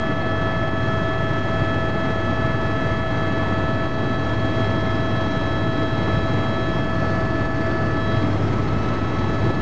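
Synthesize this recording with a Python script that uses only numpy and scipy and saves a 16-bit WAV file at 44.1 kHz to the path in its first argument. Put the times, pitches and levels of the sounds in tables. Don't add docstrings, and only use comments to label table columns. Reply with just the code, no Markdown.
import sys
import numpy as np
from scipy import signal
from scipy.fft import rfft, irfft, next_fast_len
from scipy.io import wavfile
from scipy.ndimage import uniform_filter1d, map_coordinates

SR = 44100
rng = np.random.default_rng(int(sys.argv[2]) if len(sys.argv) > 2 else 0)


def invert_db(level):
    return 10 ** (np.asarray(level, dtype=float) / 20)


def transcribe(u):
    v = np.clip(np.atleast_2d(u).T, -1, 1)
    q = np.round(v * 32767).astype(np.int16)
    wavfile.write(sys.argv[1], SR, q)


N = 423801
STEP = 32
ROTOR_HZ, BLADES = 6.5353, 3
RING_TEETH, PLANET_TEETH = 100, 20


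def unit(x):
    return x / np.sqrt(np.mean(x ** 2) + 1e-20)


def stretch(slow):
    return np.interp(np.arange(N) / STEP, np.arange(len(slow)), slow)


def wobble(rate):
    knots = rng.standard_normal(int(N * rate / SR) + 4)
    return stretch(map_coordinates(knots, [np.arange(0, N, STEP) * rate / SR]))


def spell(start, rise, end, fall):
    t = np.arange(0, N, STEP) / SR
    return np.clip(np.minimum((t - start) / rise, 1 + (end - t) / fall), 0, 1)


def near_pane():
    return stretch(spell(9.2, 0.18, 12, 0.1))


def filtered(x, response):
    m = next_fast_len(N + 8192)
    return irfft(rfft(x, m) * response(np.fft.rfftfreq(m, 1 / SR)), m)[..., :N]


def tone(turns, db):
    return np.sqrt(2) * invert_db(db) * np.sin(2 * np.pi * turns)


# (time [s], strength [dB])
GUSTS = [(1.6, 0.6), (3.75, 0), (4.52, 1.5), (6.3, 1.05), (7.5, 0.1), (8.45, 1.4), (9.38, 0.7)]


def gusts():
    t = np.arange(0, N, STEP) / SR
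    gust_s, rougher_db_per_s = 0.24, 0.1474
    bumps = sum(db * np.exp(-((t - s) / gust_s) ** 2) for s, db in GUSTS)
    return stretch(rougher_db_per_s * t), stretch(bumps)


# (start [s], time to arrive [s], end [s], time to leave [s])
MOVES = [
    (1.69, .66, 4.27, .43),
    (3.39, 1.94, 12, .1),
    (6.8, 0.36, 7.87, .17),
    (8.15, 0.26, 8.42, .31),
    (8.17, 0.22, 8.65, 1.65),
]


def heard(db, changes, wander_db, sooner=0):
    drift, settle, (start, *lean), sweep, window = MOVES
    swept = spell(*sweep) + 0.22 * spell(4.12, 0.21, 4.29, 1.7)
    places = [spell(*drift), spell(*settle), spell(start - sooner, *lean), swept, spell(*window)]
    shift_db = stretch(np.dot(changes, places))
    flutter_db = wander_db + 0.15 * np.maximum(-shift_db, 0)
    return db + shift_db + flutter_db * wobble(4.5)


def rotor_turns():
    t = np.arange(N) / SR
    hunt_turns, hunt_s, hunt_peak_s = 0.0012, 3.15, 1.75
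    return ROTOR_HZ * t + hunt_turns * np.cos(2 * np.pi * (t - hunt_peak_s) / hunt_s)


# (multiple of the blade rate, level [dB])
THUD = [(1, -42), (2, -36), (3, -34.5), (4, -58), (6, -38.5)]


def blades(blade):
    build_db, gust_db = gusts()
    load_db = 2.2 * (build_db - build_db.mean()) + 0.7 * gust_db - 0.3
    return sum(tone(k * blade + 0.53, db + load_db + 0.6 * wobble(0.92)) for k, db in THUD)


GEAR_BEATS = [(1, 0.012, 0.1), (2, 0.045, .04), (3, .01, 0.071), (4, 0.092, .04), (5, .03, 0.044)]


def gear_tone(turns, db, rotor, path):
    angle = rotor[::STEP]
    swell, drift = 0, 0
    for (beats, level_depth, phase_depth), (p, q) in zip(GEAR_BEATS, rng.random((len(GEAR_BEATS), 2))):
        swell = swell + level_depth * np.cos(2 * np.pi * (beats * angle + p))
        drift = drift + phase_depth * np.cos(2 * np.pi * (beats * angle + q))
    heard_turns = turns + stretch(drift) / (2 * np.pi) + path + rng.random()
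    return (1 + stretch(swell)) * tone(heard_turns, db + 0.26 * wobble(7))


WHINE_DB = [-31, -33, -46.5, -47.5, -42.5, -56, -63.5, -63.5, -77, -78.5]
# (change by drift, settle, lean, sweep, window [dB])
WHINE = [(-0.9, -2, 0, 4.5, -9), (-1.2, -2, -0.2, -6, -0.5), (-1, -3.5, 2, -6, 1),
         (-0.5, -2.2, -0.3, -12.5, 0), (-2, -0.15, -11.5, 4.2, -11.5), (2.8, 9, -15, -8.5, -8),
         (4, 4.5, 4, -8, -3), (-6, 3, -2.5, 3.5, -3), (0, 0.5, -1, -2, 0), (0, 1, -2, -1, -2)]
THROB = [(.1, -.08, .15), (.16, -.04, .06), (.07, .3, .07), (.17, .4, .01), (.12, -.2, .01), (.03, .2, .05),
         (.08, .1, .05), (.08, -.3, .05), (.05, .1, .05), (.05, .4, .05)]


def gearbox(rotor, blade, shake):
    levels = []
    for k, (db, changes) in enumerate(zip(WHINE_DB, WHINE), 1):
        sooner_s = 0.16 if k == 6 else 0
        levels.append(heard(db, changes, 0.1 + 0.05 * k, sooner_s))
    mesh, whine = RING_TEETH * rotor, 0
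    for k, (db, (once, lead, dip)) in enumerate(zip(levels, THROB), 1):
        throb = 1 + once * np.cos(2 * np.pi * (rotor + lead)) - dip * np.cos(2 * np.pi * blade)
        whine = whine + throb * gear_tone(k * mesh, db, rotor, k * shake)
    planet, fifth_db = mesh / PLANET_TEETH, levels[4]
    whine += tone(5 * mesh - planet, fifth_db - 24) + tone(5 * mesh + planet, fifth_db - 25)
    return whine + tone(6 * mesh - planet, -67) + tone(8 * mesh - planet, -68)


def driveline(rotor, blade, shake):
    t = np.arange(N) / SR
    build_db, gust_db = gusts()
    pinion_teeth, wheel_teeth, tail_hz = 17, 61, 60.4
    pinion_db = heard(-32.5, (-1.4, -3, 2, -2.5, -10.5), wander_db=-0.03) + 3 * near_pane()
    hum_db = -29.5 + build_db + 2.8 * gust_db + 0.6 * wobble(3)
    shaft = 15.549 * rotor
    teeth = pinion_teeth * shaft
    path = teeth[-1] / (RING_TEETH * rotor[-1]) * shake
    whine = tone(teeth + path, pinion_db + 0.5 * wobble(8))
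    whine *= 1 - 0.045 * np.cos(2 * np.pi * blade)
    whine += tone(teeth - teeth / wheel_teeth, pinion_db - 19) + tone(2 * teeth, pinion_db - 34)
    tail = tone(tail_hz * t, -44) + tone(2 * tail_hz * t, -39 + 2 * wobble(1.3))
    turbine = tone(6666 * t + 0.1 * wobble(5.4), -81)
    return whine + tone(shaft, hum_db) + tail + turbine


def rush(spectrum, patchy_db):
    z = signal.stft(rng.standard_normal(N), nperseg=512)[2]
    field = uniform_filter1d(uniform_filter1d(rng.standard_normal(z.shape), 6, 0), 12, 1)
    x = signal.istft(z * invert_db(patchy_db * unit(field)), nperseg=512)[1][:N]
    f, db = np.transpose(spectrum)
    return unit(filtered(x, lambda hz: invert_db(np.interp(np.log(hz + 1), np.log(f), db))))


def panel_ring(hz, width):
    return unit(filtered(rng.standard_normal(N), lambda f: f * width / (hz * hz - f * f + 1j * f * width)))


# (frequency [Hz], density [dB per Hz])
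RUMBLE = [(10, -34), (25, -20), (48, -17.5), (66, -5), (90, -4), (130, -1), (200, -4.5), (260, -5),
          (320, -4), (370, -8), (450, -12.5), (600, -23.5), (1000, -62.5)]
# (frequency [Hz], density [dB per Hz])
BODY = [(250, -30), (450, -4), (600, 1), (700, -1.5), (800, 0), (1000, -4), (1200, -4), (1500, -8),
        (1900, -11), (2300, -14.5), (2800, -20), (4000, -29.5), (7000, -72)]
# (frequency [Hz], density [dB per Hz])
HISS = [(1500, -30.5), (2800, 2), (3600, 0), (4200, 1.5), (4800, -4), (5500, -5.5), (6300, -7),
        (7000, -14.5), (9500, -24)]
# (frequency [Hz], width [Hz], level [dB])
PANELS = [(146.3, 18, -35.5), (290, 28, -38.5), (339.5, 8, -43.5), (397, 24, -44), (2104, 40, -49.5),
          (6570, 120, -69)]


def airflow(blade):
    build_db, gust_db = gusts()
    close = near_pane()
    wash = np.exp(1.5 * np.cos(2 * np.pi * blade))
    wash = unit(wash - wash.mean())
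    eddy = wobble(9)
    rumble_db = -25.5 + build_db + gust_db + 1.9 * close + 0.22 * wash
    body_db = -31.5 + 0.55 * gust_db - 0.9 * close + 0.35 * wash + 0.24 * eddy
    hiss_db = -50.5 + build_db + 0.9 * gust_db + 1.2 * wash + 0.66 * eddy
    air = invert_db(rumble_db) * rush(RUMBLE, patchy_db=-0.2)
    air += invert_db(body_db) * rush(BODY, patchy_db=0.5)
    air += invert_db(hiss_db) * rush(HISS, patchy_db=1.54)
    for hz, width, db in PANELS:
        air += invert_db(db + gust_db - 0.6 + 1.5 * wobble(2.5)) * panel_ring(hz, width)
    return air


# (time [s], pitch [Hz])
WHISTLE = [(0, 1145), (1.1, 1141), (1.4, 1137), (3.3, 1136), (3.55, 1112), (3.95, 1121), (4.35, 1114),
           (4.8, 1088), (5.6, 1080), (5.85, 1107), (6.25, 1137), (7, 1140), (7.3, 1135), (7.85, 1148),
           (8.3, 1139), (8.9, 1106), (9.61, 1110)]
# (start [s], time to fall [s], end [s], time to return [s])
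BREAKS = [(1.25, .6, 1.45, 1.6), (5.8, .1, 6.2, .1), (8.2, .1, 8.85, .1)]


def seal():
    s, pitch = np.transpose(WHISTLE)
    hz = np.interp(np.arange(N) / SR, s, pitch)
    db = -43.8 - 11 * stretch(sum(spell(*gap) for gap in BREAKS))
    return tone(np.cumsum(hz + 1.9 * wobble(14)) / SR, db + 1.4 * wobble(7))


TICK_DB = [-56, -42.5, -45]


def rattle(blade):
    starts = np.flatnonzero(np.diff(np.floor(blade)) > 0)
    which = np.floor(blade[starts + 1]).astype(int) % BLADES
    chance = rng.standard_normal((len(starts), 3))
    t, out = np.arange(SR // 20) / SR, np.zeros(N + SR)
    for at, k, (size, pitch, late) in zip(starts, which, chance):
        ring = np.sin(2 * np.pi * 4350 * (1 + 0.025 * pitch) * t) * (1 - np.exp(-t / 0.0034))
        decay_db = 60 * t / 0.05
        first = max(at + round(90 * late) - 200, 0)
        out[first:][:len(t)] += invert_db(TICK_DB[k] + 2.7 * size - decay_db) * ring
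    return out[:N] * invert_db(2.5 * gusts()[1] - 0.7)


# (time [s], depth [dB])
DUCKS = [(0.16, -2.5), (0.72, -3), (1.18, -1.2), (1.42, -2.4), (1.93, -2), (2.59, -1.2), (3.03, -2),
         (3.9, -2.5), (4.19, -2), (4.37, -2), (5.87, -0.8), (6.04, -0.5), (7.49, -1.6), (8.28, -0.5),
         (8.63, -1), (9.1, -0.5), (9.39, -1.6), (9.54, -2)]


def gain_control():
    t, db = np.arange(SR // 2) / SR, np.zeros(N + SR)
    attack_s, recover_s = 0.013, 0.067
    dip = np.minimum(t / attack_s, 1) * np.exp(-t / recover_s)
    for s, depth_db in DUCKS:
        db[round(max(s - 0.03, 0) * SR):][:len(t)] += 1.3 * depth_db * dip
    return invert_db(db[:N] - db[:N].mean() + 0.39 * wobble(11))


def scene():
    rotor = rotor_turns()
    blade = BLADES * rotor - 0.27
    shake = 0.011 * wobble(8)
    machine = blades(blade) + gearbox(rotor, blade, shake) + driveline(rotor, blade, shake)
    return (machine + airflow(blade) + seal() + rattle(blade))[None]


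def top_cut(x):
    return signal.sosfilt(signal.butter(12, 8630, fs=SR, output="sos"), x)


def record(dry):
    def colour(hz):
        bass_loss = hz ** 2 / (hz ** 2 + 35 ** 2)
        return bass_loss / np.sqrt(1 + (hz / 7700) ** 34) * (hz < 9000)
    offset = -0.0459
    mix = filtered(dry * gain_control(), colour) + offset
    return top_cut(mix)


dry = scene()
out = record(dry)
transcribe(out)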